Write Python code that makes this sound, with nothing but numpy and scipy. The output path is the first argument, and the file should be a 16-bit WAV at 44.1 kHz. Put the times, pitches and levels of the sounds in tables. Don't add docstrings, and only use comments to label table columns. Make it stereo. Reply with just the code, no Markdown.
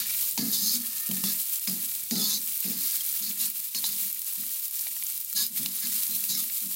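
import sys
import numpy as np
from scipy import signal
from scipy.fft import rfft, irfft, next_fast_len
from scipy.io import wavfile
from scipy.ndimage import uniform_filter1d, map_coordinates

SR = 44100
rng = np.random.default_rng(int(sys.argv[2]) if len(sys.argv) > 2 else 0)


def transcribe(signal):
    frames = np.atleast_2d(signal).T
    limited = np.clip(frames, -1, 1)
    pcm = np.round(limited * 32767).astype(np.int16)
    wavfile.write(sys.argv[1], SR, pcm)


def gain_from_db(level_db):
    decades = np.asarray(level_db, float) / 20
    return 10 ** decades


N = 297675


def unit(x):
    return x / np.sqrt(np.mean(x ** 2) + 1e-20)


def along(points, hz):
    f, v = np.transpose(points)
    return np.interp(np.log(hz + 1), np.log(f + 1), v)


def curves(rows):
    start_s, *columns = np.transpose(rows)
    return [np.interp(np.arange(N) / SR, start_s, column) for column in columns]


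def wobble(rate):
    knots = rng.standard_normal(int(N * rate / SR) + 4)
    return map_coordinates(knots, [np.arange(N) * rate / SR])


def filtered(x, response):
    m = next_fast_len(N + SR // 2)
    return irfft(rfft(x, m) * response(np.fft.rfftfreq(m, 1 / SR)), m)[..., :N]


def above(corner_hz, order):
    return lambda hz: (1j * hz / (corner_hz + 1j * hz)) ** order


def modes(table):
    def response(f):
        total = 0
        for k, (centre, width, db) in enumerate(table):
            resonance = 1j * f * width / (centre * centre - f * f + 1j * f * width)
            total = total + (-1) ** k * gain_from_db(db) * resonance
        return total
    return response


# pitch_hz, correlation
LIKENESS = [(25, .98), (80, .98), (150, .993), (300, .988), (600, .76), (1400, .78), (2800, .64),
            (5600, .5), (10000, .46), (14000, .2)]


def pair(a, b, colour):
    def response(hz):
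        turn = np.arccos(np.clip(along(LIKENESS, hz), -1, 1)) / 2
        return colour(hz) * [np.cos(turn), np.sin(turn)]
    mid, side = filtered(np.array([a, b]), response)
    return np.array([mid + side, mid - side])


def swells(start_s, length_s, db, fade_db_per_s, slope_db=0, rise_s=.03):
    t = np.arange(N)[::32] / SR - np.asarray(start_s)[:, None]
    col = lambda v: np.reshape(v, (-1, 1))
    level_db = col(db) + col(slope_db) * np.clip(t / col(length_s), 0, 1)
    level_db = level_db - col(fade_db_per_s) * np.clip(t - col(length_s), 0, None)
    return gain_from_db(level_db) * np.clip(1 + t / col(rise_s), 0, 1) ** 2


def summed(gains):
    return np.interp(np.arange(N), np.arange(N)[::32], gains.sum(axis=0))


# centre_s, change_db, half_width_s
FLARES_AND_LULLS = [(0.039, -9, 0.039), (.345, -3.5, 0.046), (.43, -5.5, 0.024), (.82, -3.5, 0.038),
                    (1.62, -1.5, 0.056), (1.666, -4, .01), (2.1, -3, .012), (2.68, -4, 0.037), (4.157, -7, 0.029),
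                    (4.3, 1, 0.028), (2.06, 0, 0.097), (2.6, -1, .03), (3.44, 5, 0.042), (3.53, -2, 0.026),
                    (3.72, -2, 0.039), (4.24, -4.5, 0.014), (4.7, -6.5, 0.025), (5.27, -6.5, 0.055),
                    (5.335, -6.5, 0.017), (5.495, -5.5, 0.045), (5.58, 3.5, 0.018), (5.7, -5.5, 0.021),
                    (6.27, -2, 0.018)]
# start_s, sizzle_db, large_bubbles_db (against the sizzle)
FRYING = [(0.0, -29, -7.5), (0.6, -32.5, -42), (0.75, -34, -19.5), (1.0, -34, -20), (1.39, -31.5, -23.5),
          (1.99, -36, -20), (2.56, -33.5, -21.5), (2.99, -31.5, -22.5), (3.36, -34.5, -20.5),
          (3.55, -36.5, -22), (3.76, -36, -22), (3.97, -32, -20), (4.68, -35, -24), (5.49, -33.5, -22.5),
          (5.71, -35, -17.5), (5.96, -29.5, -21.5), (6.75, -34.5, -26)]


def heat():
    sizzle_db, bubbles_db = curves(FRYING)
    t = np.arange(N) / SR
    sizzle_db = sizzle_db + 2.5
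    for start_s, change_db, half_width_s in FLARES_AND_LULLS:
        sizzle_db = sizzle_db + change_db * np.exp(-((t - start_s) / half_width_s) ** 2)
    full_stroke = gain_from_db(-26.5)
    stir_db = 3.5 * np.tanh(sliding()[0] / full_stroke)
    return sizzle_db + stir_db, sizzle_db + bubbles_db


# start_s, peak_db, pitch_hz
SPITS = [(0.1904, -13, 8700), (0.2404, -13, 13700), (0.3104, -14, 9640), (0.4834, -16, 13700),
         (0.8016, -13, 12800), (1.0889, -14, 13100), (1.5948, -12, 10600), (2.4423, -14, 13300),
         (2.5222, -13, 13400), (2.5765, -12, 12600), (2.8984, -13, 11400), (3.0624, -14, 12500),
         (3.5004, -15, 13700), (3.8901, -13, 13700), (4.1126, -13, 13700), (4.1274, -13, 13300),
         (4.1445, -14, 13800), (4.2173, -13, 11800), (4.3344, -14, 13700), (4.4643, -14, 12900),
         (4.595, -11.5, 13900), (4.6803, -15, 13900), (5.0454, -14, 13600), (5.2111, -13, 13400),
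         (5.2465, -15, 12500), (5.4645, -11, 13800), (6.0664, -13, 10100), (6.1614, -13, 13900),
         (6.2394, -12, 12400), (6.4384, -17, 13400),
         (1.5565, -17, 7500),
    (2.9092, -14, 7500),
    (5.2021, -16.5, 13400),
    (5.3279, -15, 8300),
    (5.3279, -13, 13000),
    (5.3347, -15, 13200),
    (5.5612, -16, 11700),
]


def spitting(strays=70):
    start_s, db, hz = np.transpose(SPITS)
    u = rng.random((strays, 3))
    start_s = np.r_[start_s + .001, u[:, 0] * N / SR]
    return start_s, np.r_[db, -17 + 3 * u[:, 1]], np.r_[hz, 12500 * (.85 + .25 * u[:, 2])]


def bursts(start_s, hz, cycles, size, pan_db, lag_s, length=96):
    out = []
    for ear in (.5, -.5):
        start = (start_s + ear * lag_s) * SR
        at = np.ceil(start)[:, None] + np.arange(length)
        turns = (at - start[:, None]) / SR * hz[:, None]
        wave = np.sin(2 * np.pi * turns) * np.exp(-turns / cycles[:, None])
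        wave = (size * gain_from_db(ear * pan_db))[:, None] * wave
        places = np.clip(at, 0, N).astype(int)
        out.append(np.bincount(places.ravel(), wave.ravel(), N + 1)[:N])
    return np.array(out)


def crackle(count, centre_hz, spread, cycles, uneven_db, tilt=0):
    u, g = rng.random((count, 2)), rng.standard_normal((count, 4))
    hz = np.clip(centre_hz * np.exp(spread * g[:, 0]), 900, 15600)
    size = gain_from_db(-uneven_db * np.log(1 - u[:, 1] * .92)) * (hz / centre_hz) ** tilt
    damping = cycles * np.exp(0.21 * g[:, 1])
    return bursts(u[:, 0] * N / SR, hz, damping, size, 0.38 * g[:, 2], 3e-5 * g[:, 3])


def splash(x, wet_db, t60, count=6):
    t = np.arange(1, 300) / SR
    spot = np.repeat(rng.integers(count, size=N // 128 + 1), 128)[:N]
    haze = 0
    for k in range(count):
        tail = rng.standard_normal(len(t)) + 0.45 * rng.standard_normal((2, len(t)))
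        tail = tail * gain_from_db(-60 * t / t60)
        tail = tail / np.linalg.norm(tail[0])
        haze = haze + signal.oaconvolve(x * (spot == k), tail, axes=1)[:, :N]
    wet = x + gain_from_db(wet_db) * haze
    fence = np.roll(wet, round(.00215 * SR), axis=1)
    return wet + gain_from_db([[-7], [-13]]) * fence


# pitch_hz, level_db (per Hz)
STEAM = [(240, -65), (400, -61), (787, -27), (1020, -18), (1750, -21), (2380, -13), (2780, -12),
         (4140, -5.5), (5470, -7), (14000, 4), (15800, -1.5)]


def sizzle():
    level_db, dull_db = heat()
    flare_db = 1.37 * wobble(25) + 1.06 * wobble(70)
    steam = unit(pair(*rng.standard_normal((2, N)), lambda hz: gain_from_db(along(STEAM, hz))))
    pops = crackle(count=8000, centre_hz=12500, spread=.25, cycles=1.5, uneven_db=5.8, tilt=.4)
    pops = unit(filtered(pops, above(3140, order=3)))
    dull = crackle(count=9000, centre_hz=3600, spread=.45, cycles=1.6, uneven_db=3.5)
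    dull = unit(filtered(dull, above(1240, order=4)))
    start_s, db, hz = spitting()
    g = rng.standard_normal((len(start_s), 2))
    cycles = np.full(len(start_s), 1.7)
    spits = bursts(start_s, np.clip(hz, 900, 14500), cycles, gain_from_db(db + 4.7), 1.2 * g[:, 0] + .8, 1e-5 * g[:, 1])
    spits = filtered(spits, above(2600, order=4))
    bubbles = gain_from_db(level_db + flare_db - 5) * pops + gain_from_db(dull_db + flare_db) * dull + spits
    bubbles = filtered(splash(bubbles, wet_db=-3.5, t60=0.0072), above(770, order=3))
    frying = gain_from_db(level_db + flare_db - 0.5) * steam + bubbles
    return frying * gain_from_db([[.45], [-.45]])


# start_s, length_s, rasp_db, swell_db (along the stroke), cup_hum_db (against the rasp)
STROKES = [(0.0, 0.059, -29.5, -9.5, -16.5), (0.38, 0.15, -30.5, -5.5, -15.5), (0.534, 0.22, -28.5, 1, -38),
           (.81, 0.18, -44, -1, -14), (1.089, 0.14, -43.5, 0, -15), (1.235, 0.059, -33, 3, -17.5),
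           (1.674, 0.031, -27.5, -17, -13), (1.726, 0.11, -43.5, -2, -17), (2.11, 0.24, -30.5, 5, -25.5),
           (2.64, 0.37, -38, -0.5, -15), (3.225, 0.07, -35, 0, -22), (3.398, .045, -33, 0.5, -19),
           (3.747, 0.038, -27.5, -9.5, -18), (3.833, 0.2, -29, -21, -23), (5.365, 0.064, -26.5, -1, -30),
           (5.571, 0.22, -44.5, 2, -17), (5.826, 0.28, -37.5, -11, -13.5), (6.296, 0.11, -26, -10, -25.5)]


def sliding():
    start_s, length_s, db, swell_db, hum_db = np.transpose(STROKES)
    start_s, rise_s = struck(start_s, soft_s=0.022)
    gains = swells(start_s, length_s, db, 400, swell_db, rise_s)
    return np.array([summed(gains), summed(gains * gain_from_db(hum_db)[:, None])])


def grit(density):
    catches = rng.random(N) < density
    return unit(rng.standard_normal(N) * (1 + 6 * catches))


def patchy(x, depth_db):
    z = signal.stft(x, nperseg=256)[2]
    field = uniform_filter1d(rng.standard_normal(z.shape[1:]), size=3, axis=0)
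    field = uniform_filter1d(field, size=12, axis=1)
    return signal.istft(z * gain_from_db(depth_db * unit(field)), nperseg=256)[1][:, :N]


# start_s, edge_hz
EDGE = [(0, 3000), (.38, 3720), (.5, 3700), (.56, 3350), (.62, 3750), (.8, 3650), (1.25, 3300), (1.7, 3700),
        (2.2, 3340), (2.33, 3400), (2.36, 3900), (3.25, 3580), (3.42, 2900), (3.76, 4000), (3.85, 3000),
        (5.4, 2850), (6.3, 3700), (6.38, 3250)]


def radiated(x):
    hz, t, z = signal.stft(x, SR, nperseg=256)
    edge_hz = np.interp(t, *np.transpose(EDGE))
    z = z / np.sqrt(1 + (edge_hz / (hz[:, None] + 1)) ** 16)
    return signal.istft(z, SR, nperseg=256)[1][:, :N]


# pitch_hz, width_hz, level_db
WALL = [(2980, 160, -6.5), (3150, 44, -7), (3515, 67, 0.5), (3914, 110, 2.5), (4040, 33, 4.5),
        (4260, 230, 2.5), (4543, 160, 3), (4420, 25, -6), (4745, 64, 2.5), (5106, 137, 4.5), (5480, 107, 2),
        (5800, 300, -6), (6440, 110, -5), (6390, 450, 2.5), (7400, 700, -6), (6860, 120, -7),
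        (8630, 370, -3.5), (8910, 340, -2), (10900, 1000, -4.5), (13300, 1400, -7)]
# pitch_hz, width_hz, level_db
CUP = [(1095, 77, -0.5), (1267, 18, 4.5), (1695, 140, 4), (2110, 48, 6.5), (2604, 42, 6.5)]


def ladle():
    force, hum = sliding() * gain_from_db(1.2 * wobble(60) - 1.5)
    cup, wall = modes(CUP), modes(WALL)
    rub = np.array([grit(.006), grit(.0066)])
    blows, shake = np.zeros((2, N)), rng.standard_normal((2, N))
    t = np.arange(400) / SR
    for start_s, db, _, ring_db, _ in KNOCKS:
        blow = gain_from_db(db + ring_db - 1.5 - 60 * t / 0.0033) * rng.standard_normal((2, 400))
        blows[:, round(start_s * SR):][:, :400] += blow
    drive = (patchy(force * rub, depth_db=2) + blows) / np.std(filtered(rub[0], wall))
    rasp = radiated(pair(*drive, wall))
    cup_drive = gain_from_db(-0.5) * hum * shake / np.std(filtered(shake[0], cup))
    return rasp + pair(*cup_drive, cup)


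# start_s, length_s, pitch_hz, level_db
SQUEALS = [(.378, 0.032, 4620, -35), (.385, .03, 250, -39), (.405, .03, 195, -37.5), (.5, .09, 190, -50),
           (0.533, 0.03, 4400, -37), (.575, 0.033, 4900, -38), (0.63, 0.07, 215, -45.5),
           (.74, 0.073, 240, -44.5), (0.64, 0.054, 5120, -37), (.65, 0.047, 4180, -37),
           (0.714, 0.036, 5100, -38), (0.602, 0.16, 6310, -38.5), (1.103, .05, 190, -37),
           (1.252, 0.034, 195, -37.5), (1.245, 0.048, 3490, -42.5), (2.645, .12, 440, -57),
           (1.675, 0.034, 5000, -39), (2.11, 0.035, 5040, -40), (2.13, 0.13, 835, -57.5),
           (2.15, .13, 1280, -56.5), (2.13, 0.084, 1410, -58), (2.21, .13, 1050, -59.5),
           (2.165, 0.027, 215, -36.5), (2.19, 0.065, 3515, -37.5), (2.2, 0.05, 5040, -35),
           (2.23, .04, 4400, -32), (2.21, .07, 6600, -40), (2.317, 0.033, 6240, -36),
           (2.32, .02, 4250, -37), (2.345, 0.042, 3950, -38), (2.35, 0.027, 215, -50),
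           (3.747, 0.036, 4350, -38.5), (3.842, 0.0082, 4000, -27.5), (5.374, 0.095, 5058, -40),
           (5.35, 0.045, 4100, -39), (5.362, .035, 11300, -35), (5.41, .03, 3850, -39),
           (5.365, 0.06, 1690, -48), (5.38, 0.04, 1100, -55.5), (5.37, 0.052, 6445, -39),
           (6.115, 0.033, 4100, -41.5), (6.296, 0.013, 4420, -39), (6.296, .015, 4880, -39),
           (7.3, .02, 6750, -41), (6.31, .035, 3900, -37), (6.35, .012, 5420, -37), (6.36, .015, 5030, -39),
           (6.35, 0.025, 2150, -51), (6.37, .05, 1260, -59), (6.395, .015, 3600, -43)]


def squeal():
    start_s, length_s, hz, db = np.transpose(SQUEALS)
    start_s, rise_s = struck(start_s, soft_s=.008)
    fade_db_per_s = np.where(hz < 400, 262, 800)
    gains = swells(start_s, length_s, db, fade_db_per_s, rise_s=rise_s)
    t = np.arange(N) / SR
    shiver = np.array([wobble(150), wobble(150)])
    flutter = np.array([wobble(70), wobble(70)])
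    lines = 0
    for gain, f in zip(gains, hz):
        phase = 2 * np.pi * f * t + min(f / 2500, 1.5) * shiver + f
        lines = lines + summed(gain[None]) * np.sin(phase)
    return pair(*(lines * gain_from_db(2.5 + 2.5 * flutter)), np.ones_like)


# start_s, peak_db, pitch_hz
HANDLE_TICK = (3.006, -28, 3220)
# start_s, peak_db, boom_db, ring_db (both against the peak), clink_hz
KNOCKS = [(0.06, -32, -36, -6, 2440), (0.3773, -21.5, -5, 8, 940), (.39, -29, -30, 0, 2200),
          (.8486, -34, -40, -4, 3300), (1.089, -32.5, 9, -8, 3150), (1.113, -24.5, -2, 3.5, 3150),
          (1.171, -33, 1, 6, 1840), (1.239, -24.5, -2, 6, 2750), (1.346, -34.5, -27, -9, 2680),
          (1.6745, -23.5, -6.5, 0, 2370), (2.11, -27.5, 1.5, 15, 1900), (2.156, -30, 4, -4, 2030),
          (2.333, -37, -30, 0, 3900), (2.643, -32, 2, -1, 3120), (3.312, -28, -24, -9, 2310),
          (3.435, -31, -11, -9, 2920), (3.7475, -28, -8, 8, 2920), (3.841, -27, -15, 12, 917),
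          (4.435, -42, -40, -9, 1200), (4.742, -39, -40, -9, 2500), (4.869, -28.5, -40, -7, 2340),
          (4.965, -33.5, -40, -9, 1900), (5.025, -31, -40, -7, 2400), (5.092, -39, -30, -9, 1410),
          (5.66, -23, -12, 6.5, 2960), (6.24, -29.5, -33, 2, 2730), (6.44, -34, -40, 4, 4800),
          (6.499, -31.5, -30, -4, 2220)]


def knocks():
    clack, deep, clink = np.zeros((2, N)), np.zeros((2, N)), np.zeros(N)
    t = np.arange(900) / SR
    for start_s, db, _, _, hz in KNOCKS:
        at = round(start_s * SR)
        crack = gain_from_db(db + 6.5 - 60 * t / .012) * (rng.standard_normal((2, 900)) + 5 * (t == 0))
        clack[:, at:][:, :900] += crack
        deep[:, at:][:, :900] += gain_from_db(0.4 * (db + 22)) * crack
        tone = np.sin(2 * np.pi * hz * t) * (1 - np.exp(-t / 0.00035))
        clink[at:][:900] += gain_from_db(db - 9.5 - 60 * t / 0.034) * tone
    start_s, db, hz = HANDLE_TICK
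    tone = np.sin(2 * np.pi * hz * t) * (1 - np.exp(-t / 0.0007))
    clink[round(start_s * SR):][:900] += gain_from_db(db - 60 * t / 0.035) * tone
    broad = modes([(2300, 1800, -3), (5000, 4000, -5)])
    clack = pair(*clack, lambda hz: broad(hz) * above(900, order=2)(hz) * 1.3)
    return clink + clack + pair(*deep, modes([(1050, 450, -4)]))


def struck(start_s, soft_s):
    blows = np.transpose(KNOCKS)[0]
    nearest = blows[np.abs(start_s[:, None] - blows).argmin(axis=1)]
    hard = np.abs(nearest - start_s) < .019
    return np.where(hard, nearest, start_s), np.where(hard, .001, soft_s)


# start_s, length_s, boom_db, fade_db_per_s
DRAGS = [(0.0, 0.0071, -51, 200), (.377, 0.037, -30.5, 160), (0.46, 0.038, -46, 100),
         (0.575, 0.21, -47, 99), (1.084, 0.0091, -32.5, 130), (1.238, 0.0083, -37, 173),
         (1.67, 0.03, -37.5, 110), (2.11, 0.018, -32.5, 106), (2.167, 0.034, -34, 165),
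         (2.34, 0.019, -50.5, 115.5), (2.643, 0.052, -39, 170), (2.75, .03, -50, 250),
         (2.948, 0.054, -59, 152), (3.204, 0.024, -46, 71), (3.372, 0.035, -54, 97),
         (3.744, 0.058, -51, 92), (3.865, 0.097, -54.5, 245), (4.017, .03, -55.5, 150),
         (4.364, 0.04, -51, 146), (4.777, 0.36, -68, 100), (5.343, 0.095, -49, 200),
         (5.502, 0.017, -48, 200), (5.58, 0.036, -41, 107), (5.836, 0.015, -46.5, 120),
         (5.919, 0.026, -57.5, 150), (6.088, 0.058, -47, 250), (6.198, .07, -55.5, 150),
         (6.292, 0.11, -44, 197), (6.615, 0.051, -46.5, 150)]


def pressing():
    settle_s = 0.011
    start_s, length_s, db, fade_db_per_s = np.transpose(DRAGS)
    start_s, rise_s = struck(start_s, settle_s)
    gains = swells(start_s, length_s, db, fade_db_per_s, rise_s=rise_s)
    upper_db = -14 - 6 * (rise_s == settle_s)
    return np.array([summed(gains), summed(gains * gain_from_db(upper_db)[:, None])])


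# pitch_hz, width_hz, level_db
BOWL = [(75, 6.3, -23), (105, 14, -23), (146.5, 11, -7), (190, 17.8, 2.5), (237.3, 14, 2.5),
        (275.6, 11, -3.5), (308, 40.4, -10.5)]
# pitch_hz, width_hz, level_db
UPPER_BOWL = [(359.7, 4.4, -1.5), (396, 19, 1), (425, 19.6, -1.5), (469, 15, 0), (550, 54, -10),
              (670, 22, -5), (754, 46, -10), (851, 9.6, -1.5)]


def boom():
    bowl, upper = modes(BOWL), modes(UPPER_BOWL)
    weight, sharp = pressing() * gain_from_db(1.3 * wobble(30) - 2.5)
    push = rng.standard_normal((2, N))
    thumps = np.zeros(N)
    for start_s, db, boom_db, _, _ in KNOCKS:
        thumps[round(start_s * SR)] = gain_from_db(db + boom_db + 40)
    soft = np.convolve(thumps, np.hanning(60) / 30)[:N]
    low_drive = weight * push / np.std(filtered(push, bowl)) + soft
    upper_drive = sharp * push / np.std(filtered(push, upper)) + gain_from_db(-12) * soft
    return pair(*low_drive, bowl) + pair(*upper_drive, upper)


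# start_s, length_s, level_db, fade_db_per_s
RIM_SONG = [
    (.62, .68, -57, 100),
    (2.23, .04, -61, 70),
]


def rim():
    song = pair(*rng.standard_normal((2, N)), modes([(1255, 7, -2), (1799, 8, 1.5)]))
    return summed(swells(*np.transpose(RIM_SONG), rise_s=0.14)) * unit(song)


# pitch_hz, level_db (per Hz)
AIR = [(12, -31), (20, 3.5), (60, -4.5), (134, 2.5), (270, -3.5), (313, -8), (339, -10), (406, -7.5),
       (1000, -13), (1300, -26), (2200, -120)]
# start_s, rumble_db
SHAKE = [(0.0, -66), (0.38, -70), (0.56, -63), (0.94, -71), (1.16, -69), (1.52, -77), (2.2, -72),
         (2.29, -68), (2.5, -75), (2.86, -71), (2.97, -75), (3.78, -79), (3.91, -71), (4.14, -79),
         (5.08, -76), (5.36, -80), (5.79, -70), (6.75, -72)]


def outdoors():
    rumble = unit(pair(*rng.standard_normal((2, N)), lambda hz: gain_from_db(along(AIR, hz)) * (hz > 15)))
    shake_db, = curves(SHAKE)
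    level_db = -66.5 + .7 * (shake_db - shake_db.mean())
    level_db = level_db - .4 * np.arange(N) / SR
    return gain_from_db(level_db + 1.2 * wobble(6)) * rumble


def scene():
    return sizzle() + ladle() + squeal() + knocks() + boom() + rim() + outdoors()


def top_cut(x):
    return signal.sosfilt(signal.butter(12, 17080, fs=SR, output="sos"), x)


def record(dry):
    mix = filtered(dry, lambda hz: gain_from_db(3.1 * (hz / 15000) ** 6) * (hz < 15850))
    return top_cut(mix)


dry = scene()
out = record(dry)
transcribe(out)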